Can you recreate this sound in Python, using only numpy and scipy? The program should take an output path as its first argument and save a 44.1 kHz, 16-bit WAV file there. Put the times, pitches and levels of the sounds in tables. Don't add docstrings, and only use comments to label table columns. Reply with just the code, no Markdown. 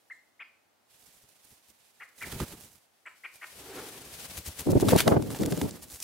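import sys
import numpy as np
from scipy import signal
from scipy.fft import rfft, irfft, next_fast_len
from scipy.io import wavfile
from scipy.ndimage import uniform_filter1d

SR = 44100
rng = np.random.default_rng(int(sys.argv[2]) if len(sys.argv) > 2 else 0)


def digitize_waveform(pressure):
    field = np.atleast_2d(pressure).T
    bounded = np.clip(field, -1, 1)
    quanta = np.round(bounded * 32767).astype(np.int16)
    wavfile.write(sys.argv[1], SR, quanta)


N = 266143
TIME = np.arange(N) / SR

# (frequency [Hz], correlation [-1 to 1])
NEAR_LIKENESS = [(100, 0.98), (700, 0.92), (2500, 1), (15000, 0.81)]
RUSTLE_LIKENESS = [(300, 0.067), (2000, 0.15), (15000, 0.23)]
# (middle [s], length [s], relative swish level [dB], relative bump level [dB], left over right [dB])
BRUSHES = [(1.022, 0.052, -57, -72, -8), (1.074, 0.029, -53.5, -69, -9), (1.157, 0.056, -58.5, -73, -2),
           (1.231, .02, -60, -67, -2), (1.293, 0.014, -55, -80, -19), (1.447, 0.018, -54, -77, -8),
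           (1.514, 0.063, -56, -65, -2), (1.695, 0.021, -54, -66.5, -4), (2.2, 0.033, -46, -88, -5.5),
           (2.23, 0.012, -40.5, -55, -5), (2.273, 0.019, -69, -53, -1), (2.321, 0.012, -38.5, -41.5, -5.5),
           (2.354, 0.017, -58, -42.5, -8), (2.402, 0.021, -39, -34, -20), (2.421, 0.017, -38, -36.5, -17),
           (2.486, 0.02, -45, -62, -4), (2.528, 0.016, -45, -46.5, -5), (2.632, 0.062, -49.5, -59, -3.5),
           (2.741, 0.061, -55.5, -67, -4), (3.354, 0.026, -51, -95, 0)]
# (middle [s], stroke length [s], relative swish level [dB], left over right [dB])
WINGBEATS = [(4.288, 0.0067, -47, 8), (4.378, 0.021, -32.5, 5), (4.474, 0.025, -33.5, 3.5),
             (4.603, 0.022, -30.5, 3), (4.711, 0.017, -34.5, 3), (4.813, 0.015, -30.5, 3),
             (4.905, 0.033, -26.5, 1), (4.996, 0.027, -21, 0.5), (5.09, 0.035, -36.5, -2),
             (5.321, 0.022, -44, -2), (5.418, 0.011, -45, 2.5), (5.51, 0.012, -36.5, 4),
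             (5.624, 0.024, -40, 0), (5.73, .012, -53, -9), (5.833, 0.02, -40, 0),
             (5.938, 0.06, -40.5, -0.5), (6.026, 0.042, -39.5, -1)]


def from_db(db):
    return 10 ** (np.asarray(db) / 20)


def rms_one(x):
    return x / np.sqrt(np.mean(x ** 2) + 1e-20)


def at_hz(points, hz):
    table_hz, value = np.transpose(points)
    return np.interp(np.log(hz + 1e-3), np.log(table_hz), value)


def noise(colour, likeness):
    size = next_fast_len(N)
    hz = np.arange(size // 2 + 1) * SR / size
    alike = np.clip(at_hz(likeness, hz), -1, 1)
    mid, side = rfft(rng.standard_normal((2, size)))
    pair = np.sqrt(1 + alike) * mid + np.sqrt(1 - alike) * side * [[1], [-1]]
    spectrum = pair * from_db(at_hz(colour, hz)) * (hz > 20)
    return rms_one(irfft(spectrum, size)[:, :N])


def drift(rate):
    knots = rng.standard_normal(N // 8)
    return rms_one(np.interp(TIME * rate, np.arange(len(knots)), knots))


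def panned(db):
    pair = from_db(np.array([db, -db]).reshape(2, -1) / 2)
    return pair / np.sqrt(np.mean(pair ** 2, axis=0))


def swell(centre, length, steepness):
    return 1 / np.sqrt(1 + np.abs(2 * (TIME - centre) / length) ** steepness)


def held(start, length, attack_s, release_s):
    outside = np.maximum(start - TIME, 0) / attack_s + np.maximum(TIME - start - length, 0) / release_s
    return from_db(-20 * np.minimum(outside, 10))


def steadied(x, window_s):
    power = uniform_filter1d(np.mean(x ** 2, axis=0), max(int(window_s * SR), 8))
    return x / np.sqrt(np.maximum(power, 1e-3))


def resonance(x, hz, width_hz):
    r = np.exp(-np.pi * width_hz / SR)
    feedback = [1, -2 * r * np.cos(2 * np.pi * hz / SR), r * r]
    return signal.lfilter(np.array([1, 0, -1]) * (1 - r * r) / 2, feedback, x)


def air(level_db=-70):
    # (frequency [Hz], level [dB])
    air_colour = [(18, -78), (30, -51), (88, -12.5), (127, -15.5), (258, -11.5), (838, -9.5), (981, -13.5),
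                  (1530, -15), (2100, -16.5), (2270, -18.5), (15800, -27.5)]
    return from_db(level_db) * noise(air_colour, RUSTLE_LIKENESS)


def rustling(hiss_db=4.0, rub_db=0., patchy_db=2.26, grain_db=0.5):
    # (full from [s], length [s], attack [s per 20 dB], release [s per 20 dB],
    # relative hiss level [dB], relative rumble level [dB], left over right [dB])
    rustles = [(.01, 0.027, 0.071, 0.5, -73, -92, -3), (0.908, 1.15, 0.06, .45, -67, -78.5, -4),
               (2.256, 0.19, 0.055, 0.34, -52.5, -47.5, -4.5), (3.659, 1.11, 0.5, 0.24, -50.5, -52.5, 2.5),
               (4.872, 0.16, 0.15, 0.3, -48.5, -46, 1), (5.33, 0.34, 0.47, 0.34, -53.5, -44.5, -3.5)]
    # (frequency [Hz], level [dB])
    rustle_colour = [(200, -40), (600, 2.5), (1200, -3), (2500, 2), (4500, 1), (7000, -0.5), (9500, 1.5),
                     (13000, -2), (16000, -7)]
    rumble_colour = [(25, -21), (65, -1), (130, -1.5), (200, -1.5), (320, -9), (480, -6), (750, -10.5),
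                     (1200, -14.5), (2500, -21)]
    ease_db_per_s = 1.5
    rumble_growth = 1.16
    rumble_onset = 0.42
    hiss_power, rumble_power, opening = np.zeros((2, N)), np.zeros(N), np.zeros(N)
    for s, length, attack_s, release_s, db, rumble_db, pan_db in rustles:
        easing = from_db(-ease_db_per_s * np.clip(TIME - s, 0, length))
        strength = held(s, length, attack_s, release_s) * easing
        staying = (TIME > s) & (TIME < s + length + release_s)
        opening = np.maximum(opening, np.maximum(strength, staying))
        hiss_power += (from_db(db + hiss_db) * strength * panned(pan_db)) ** 2
        rumble_power += (from_db(rumble_db + rub_db) * strength ** rumble_growth) ** 2
    patches = rms_one(from_db(patchy_db * drift(55) + grain_db * drift(1200)))
    hiss = np.sqrt(hiss_power) * noise(rustle_colour, RUSTLE_LIKENESS)
    rumble = np.sqrt(rumble_power) * noise(rumble_colour, NEAR_LIKENESS)
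    rumble_gate = np.clip((opening - rumble_onset) * 4, .15, 1)
    return patches * (hiss + rumble * rumble_gate)


def slap(top_hz, length_s=0.00321, start=1.432, end=0.11, throat_hz=1250, throat_width_hz=260, throat_db=-6.0):
    u = np.linspace(0, 1, int(length_s * SR))
    phase = 2 * np.pi * np.cumsum(top_hz * (start + (end - start) * u ** 1.53)) / SR
    pulse = np.pad(np.sin(phase) * np.sin(np.pi * u ** 1.32) ** 2, len(u))
    pulse = signal.sosfilt(signal.butter(2, 300, "high", fs=SR, output="sos"), pulse)
    return pulse + from_db(throat_db) * resonance(pulse, throat_hz, throat_width_hz)


def chirps(pulse_hz=330, jitter=0.27, arch=0.244, rasp_db=0., onset_db=-6, rasp_start=0.16):
    # (start [s], length [s], top pitch [Hz], final pitch [Hz], relative level [dB],
    # where the rasp ends [share of chirp], rasp depth [0-1])
    chirp_rows = [(0.1, 0.03, 2123, 1610, -42.5, 0.4, 0.15), (.394, .042, 2538, 1900, -44, 0.72, 0.7),
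                  (2, 0.044, 2250, 1630, -45, 0.71, 1), (2.21, 0.041, 2337, 1350, -38.5, 0.5, 1),
                  (3.055, 0.0324, 2310, 1590, -44.5, 0.93, 1), (3.236, 0.032, 2450, 1730, -40, 0.86, .55),
                  (3.414, 0.037, 2290, 1410, -42.5, 1, 1)]
    # (multiple of the pitch, relative level [dB])
    overtone_rows = [(2, -20.5), (3, -38)]
    voice, overtones = np.zeros((2, N))
    for s, length, top_hz, final_hz, db, rasp_end, depth in chirp_rows:
        u = np.linspace(0, 1, int(length * SR))
        sag_hz = np.where(u < .5, arch * top_hz, top_hz - final_hz)
        phase = 2 * np.pi * np.cumsum(top_hz - sag_hz * (2 * u - 1) ** 2) / SR
        gaps = np.exp(jitter * rng.standard_normal(40))
        slap_times = (np.cumsum(gaps) * SR / pulse_hz).astype(int)
        pulses = np.bincount(slap_times - slap_times[0], minlength=len(u))[:len(u)]
        rasp = from_db(rasp_db) * rms_one(np.convolve(pulses, slap(top_hz), "same"))
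        rasp_window = np.clip(.5 + 10 * np.minimum(u - rasp_start, rasp_end - u), 0, 1)
        rough = np.clip(depth, 0, 1) * rasp_window
        fades = np.clip(u * 30, 0, 1) * np.clip((1 - u) * 7, 0, 1)
        effort = from_db(db + onset_db * np.clip(1 - 2 * u, 0, 1)) * fades
        span = slice(int(s * SR), int(s * SR) + len(u))
        whistle = np.sqrt(2 - 1.6 * rough) * np.sin(phase)
        voice[span] += effort * (np.sqrt(rough) * rasp + whistle)
        overtones[span] += effort * sum(from_db(g) * np.sin(round(k) * phase) for k, g in overtone_rows)
    return voice, overtones


def pips(ring_hz=7700, width_hz=600, t60_s=0.029):
    # (start [s], relative level [dB])
    pip_rows = [(0.12, -56), (2.048, -60), (3.062, -55), (3.203, -63)]
    scratch = sum(from_db(db - 60 * np.clip(TIME - s, 0, 1) / t60_s) * (TIME > s) for s, db in pip_rows)
    return scratch * rms_one(resonance(rng.standard_normal(N), ring_hz, width_hz))


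def room(x, t60_s=0.45, wall_s=0.029, wall_gain=0.25):
    # (frequency [Hz], level [dB])
    room_colour = [(150, 8), (600, 8), (2000, 5), (5000, 8), (8000, -0.5), (16000, -30)]
    tail = noise(room_colour, [(100, 0.38), (2000, 0.67), (8000, .1)])[:, :SR]
    tail = tail * from_db(-60 * TIME[:SR] / t60_s) * np.clip(TIME[:SR] / 0.004, 0, 1)
    tail = tail / np.sqrt(np.sum(tail ** 2) / 2)
    tail[:, int(wall_s * SR)] += wall_gain
    return signal.fftconvolve(x[None], tail, axes=1)[:, :N]


def strokes(rows, hiss_db, flutter_db, flutter_growth, steepness, grain_db, sway_db, sway_per_s=220):
    # (frequency [Hz], level [dB])
    hiss_colour = [(200, 3.5), (700, 1.5), (1500, -3), (3500, 0.5), (6000, 4.5), (9500, 6), (13000, 4),
                   (16000, 0.5)]
    flutter_colour = [(400, -1), (900, 6), (1800, 9.5), (3500, 8.5), (5000, 1), (9000, -20), (16000, -45)]
    # (frequency [Hz], correlation [-1 to 1])
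    stroke_likeness = [(700, 1), (2500, 0.76), (5000, 0.63), (15000, 0.48)]
    hiss, flutter = np.zeros((2, N)), np.zeros((2, N))
    hardest_db = max(row[2] for row in rows)
    for s, length, db, *_, pan_db in rows:
        sweep = (swell(s, length, steepness) * panned(pan_db)) ** 2
        growth_db = flutter_growth * (db - hardest_db)
        hiss += from_db(db + hiss_db) ** 2 * sweep
        flutter += from_db(db + flutter_db + growth_db) ** 2 * sweep
    barbs = rms_one(from_db(grain_db * drift(900))) * panned(sway_db * drift(sway_per_s))
    hissing = np.sqrt(hiss) * noise(hiss_colour, stroke_likeness)
    fluttering = np.sqrt(flutter) * noise(flutter_colour, stroke_likeness)
    return barbs * (hissing + fluttering)


def bumps(swing_db=-2.5, rumble_db=-7.0, knock_db=-5.5, sharpness=4.7):
    # (frequency [Hz], level [dB])
    bump_colour = [(25, -23), (55, 8.5), (100, 11.5), (200, -1.5), (400, -7), (900, -14), (2000, -51)]
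    lag_s = 0.01176
    brush_hz, brush_s = 127.4, 0.03
    wing_hz, wing_s = 76, 0.039
    wing_push_db, push_limit_db = -4.5, -38
    passing_s, passed_loss_db = 5.05, 6.5
    events = [(s, brush_s, db, brush_hz) for s, _, _, db, _ in BRUSHES]
    for s, _, db, _ in WINGBEATS:
        push_db = min(db + wing_push_db, push_limit_db) - passed_loss_db * (s > passing_s)
        events.append((s, wing_s, push_db, wing_hz))
    swing, push, firm = np.zeros((3, N))
    for s, length, db, hz in events:
        age = TIME - s - lag_s
        shape = from_db(db) * np.exp(-sharpness * np.minimum((age / length) ** 2, 20))
        swing += shape * np.sin(2 * np.pi * hz * age)
        push += shape
        firm += shape * min(hz / 100, 1.4) ** 3
    rumble = steadied(noise(bump_colour, [(100, 1.0), (1000, 0.95)]), window_s=0.0091)
    knock_colour = [(120, 3.5), (220, 1.5), (430, -2.0), (650, -19), (1300, -15.5), (3000, -34)]
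    knock = steadied(noise(knock_colour, NEAR_LIKENESS), window_s=0.011)
    return from_db(swing_db) * swing + from_db(rumble_db) * push * rumble + from_db(knock_db) * firm * knock


def snaps(tick_db=-2.0, slap_db=-1.0, t60_s=0.015):
    # (start [s], relative level [dB], slap against tick before the mix [dB], contact time [s])
    snap_rows = [(2.324, -40.5, -7, .002), (2.4017, -38.5, 9, 0.00078), (4.799, -34.5, 2.5, 0.0017),
                 (4.885, -28, 4, 0.0073), (4.962, -23, -16, .001), (5.0769, -25.5, 6.5, 0.0034),
                 (5.2233, -37, -1.5, 0.0012), (5.304, -38, 1, .001), (5.347, -41.5, 6.5, .0026),
                 (5.4338, -36, 6, 0.00075), (5.4601, -27, -9, 0.00049), (5.522, -36, 3.5, 0.0041),
                 (5.575, -35.5, -5.5, 0.0019), (5.614, -32, 4.5, 0.0018), (6.0019, -34.5, -29, 0.0012),
                 (6.025, -32, -30, 0.0038)]
    # (frequency [Hz], level [dB])
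    tick_colour = [(800, -22), (1700, -8.5), (2700, -4.5), (4000, 1.5), (5500, 4.5), (8000, 1.5),
                   (11000, 2), (16000, -12)]
    slap_colour = [(100, -17), (400, 6), (1000, 8), (2000, -1), (4000, -3), (9000, -31)]
    tick, flat = np.zeros(N), np.zeros(N)
    for s, db, flat_db, contact in snap_rows:
        at = int(s * SR)
        age = TIME[:min(N - at, SR // 4)]
        burst = from_db(db - 60 * np.maximum(age - contact, 0) / t60_s)
        tick[at:at + len(age)] += from_db(tick_db) * burst
        flat[at:at + len(age)] += from_db(slap_db + flat_db) * burst
    crack = steadied(noise(tick_colour, [(1000, 0.94), (15000, 0.93)]), window_s=0.0028)
    thud = steadied(noise(slap_colour, NEAR_LIKENESS), window_s=0.00215)
    return tick * crack + flat * thud


def hollow(level_db=-39):
    # (frequency [Hz], width [Hz], relative level [dB])
    case_rows = [(63.4, 21, -17), (281, 41, -3), (394, 65, 2), (470, 130, -5), (753, 87, -6),
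                 (1020, 1330, -14.5)]
    contact = held(3.6, 0.49, attack_s=0.11, release_s=0.17)
    force = contact * swell(3.785, 0.04, steepness=1.5)
    friction = noise([(100, 0), (3000, 0)], [(300, 0.99), (1500, 0.86)])
    body = np.zeros((2, N))
    for k, (hz, width, db) in enumerate(case_rows):
        body += (-1) ** k * from_db(db) * resonance(friction, hz, width)
    return from_db(level_db) * force * rms_one(body)


def downwash(gust_db=1.0, eddy_db=4.5, lumpy_db=2.9, eddy_lumpy_db=4.0, lumps_per_s=90):
    # (full from [s], length [s], relative level [dB], relative level of the fast eddies [dB])
    gusts = [(4.673, 0.063, -20.5, -37.5), (4.756, 0.018, -17, -36), (4.826, 0.0068, -20, -25.5),
             (4.846, 0.065, -24.5, -45), (4.923, 0.015, -20.5, -26), (4.953, .011, -17.5, -24.5),
             (5.066, 0.081, -24.5, -29), (5.128, 0.01, -20.5, -23), (5.154, 0.015, -23, -29),
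             (5.168, 0.033, -25.5, -42.5), (5.205, 0.14, -37.5, -70), (5.396, 0.09, -29, -44),
             (5.508, 0.038, -28.5, -67), (5.577, 0.0038, -28.5, -69), (5.62, 0.046, -30, -52),
             (5.677, 0.019, -45, -64)]
    # (frequency [Hz], level [dB])
    gust_colour = [(25, -45), (50, -16.5), (95, -2.5), (180, 0), (300, -1), (450, -6.5), (650, -16.5),
                   (900, -25), (1400, -72), (2500, -77)]
    eddy_colour = [(150, -35), (400, 6.5), (750, -1), (1100, -11), (1600, -20), (3000, -34.5), (6000, -44),
                   (16000, -63)]
    # (frequency [Hz], correlation [-1 to 1])
    port_likeness = [(50, .9), (120, 0.31), (300, 0.23), (800, -0.12), (2000, 0.24)]
    attack_s, release_s = 0.0093, 0.012
    wake_db, wake_release_s = -14, 0.22
    slow, fast = np.zeros(N), np.zeros(N)
    for s, length, db, fast_db in gusts:
        puff = held(s, length, attack_s, release_s)
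        wake = from_db(wake_db) * held(s, length, attack_s, wake_release_s)
        slow += from_db(db + gust_db) ** 2 * (puff ** 2 + wake ** 2)
        fast += (from_db(fast_db + eddy_db) * puff) ** 2
    lumps = np.clip(drift(lumps_per_s), -2, 2)
    buffet = steadied(noise(gust_colour, port_likeness), window_s=0.0144) * from_db(lumpy_db * lumps)
    eddies = steadied(noise(eddy_colour, port_likeness), window_s=0.0086) * from_db(eddy_lumpy_db * lumps)
    return np.sqrt(slow) * buffet + np.sqrt(fast) * eddies


def crackle(tick_db=-46.5, spread_db=9.5, t60_s=0.013):
    # (start [s], end [s], average rate [ticks per s])
    start, end, per_s = (5.29, 5.72, 61)
    born = (rng.random(N) < per_s / SR) & (TIME > start) & (TIME < end)
    sizes = born * from_db(tick_db + spread_db * np.clip(rng.standard_normal(N), -2, 1))
    decay = signal.lfilter([1], [1, -from_db(-60 / (t60_s * SR))], sizes + 1e-18)
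    return decay * noise([(1500, -4.5), (4000, 7), (8000, 13), (16000, -27)], NEAR_LIKENESS)


def scene(chirp_room_db=-11.0, wing_room_db=-23.0, pip_room_db=0.):
    voice, overtones = chirps()
    clicks = pips()
    wings = strokes(WINGBEATS, hiss_db=-4.0, flutter_db=-5.0, flutter_growth=0.95,
                    steepness=4.44, grain_db=3.0, sway_db=1.0)
    brushes = strokes(BRUSHES, hiss_db=-3.0, flutter_db=-6.0, flutter_growth=1.0,
                      steepness=3.6, grain_db=2.0, sway_db=7.5)
    feathers = wings + brushes + snaps() + crackle()
    far = from_db(chirp_room_db) * (voice + overtones) + from_db(pip_room_db) * clicks
    echo = room(far + from_db(wing_room_db) * feathers.mean(axis=0))
    perched = voice * panned(db=1.5) + from_db(-6.5) * clicks
    return perched + feathers + rustling() + bumps() + hollow() + downwash() + echo + air()


def record(dry):
    return signal.sosfilt(signal.ellip(10, .2, 80, 15750, fs=SR, output="sos"), dry)


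dry = scene()
out = record(dry)
digitize_waveform(out)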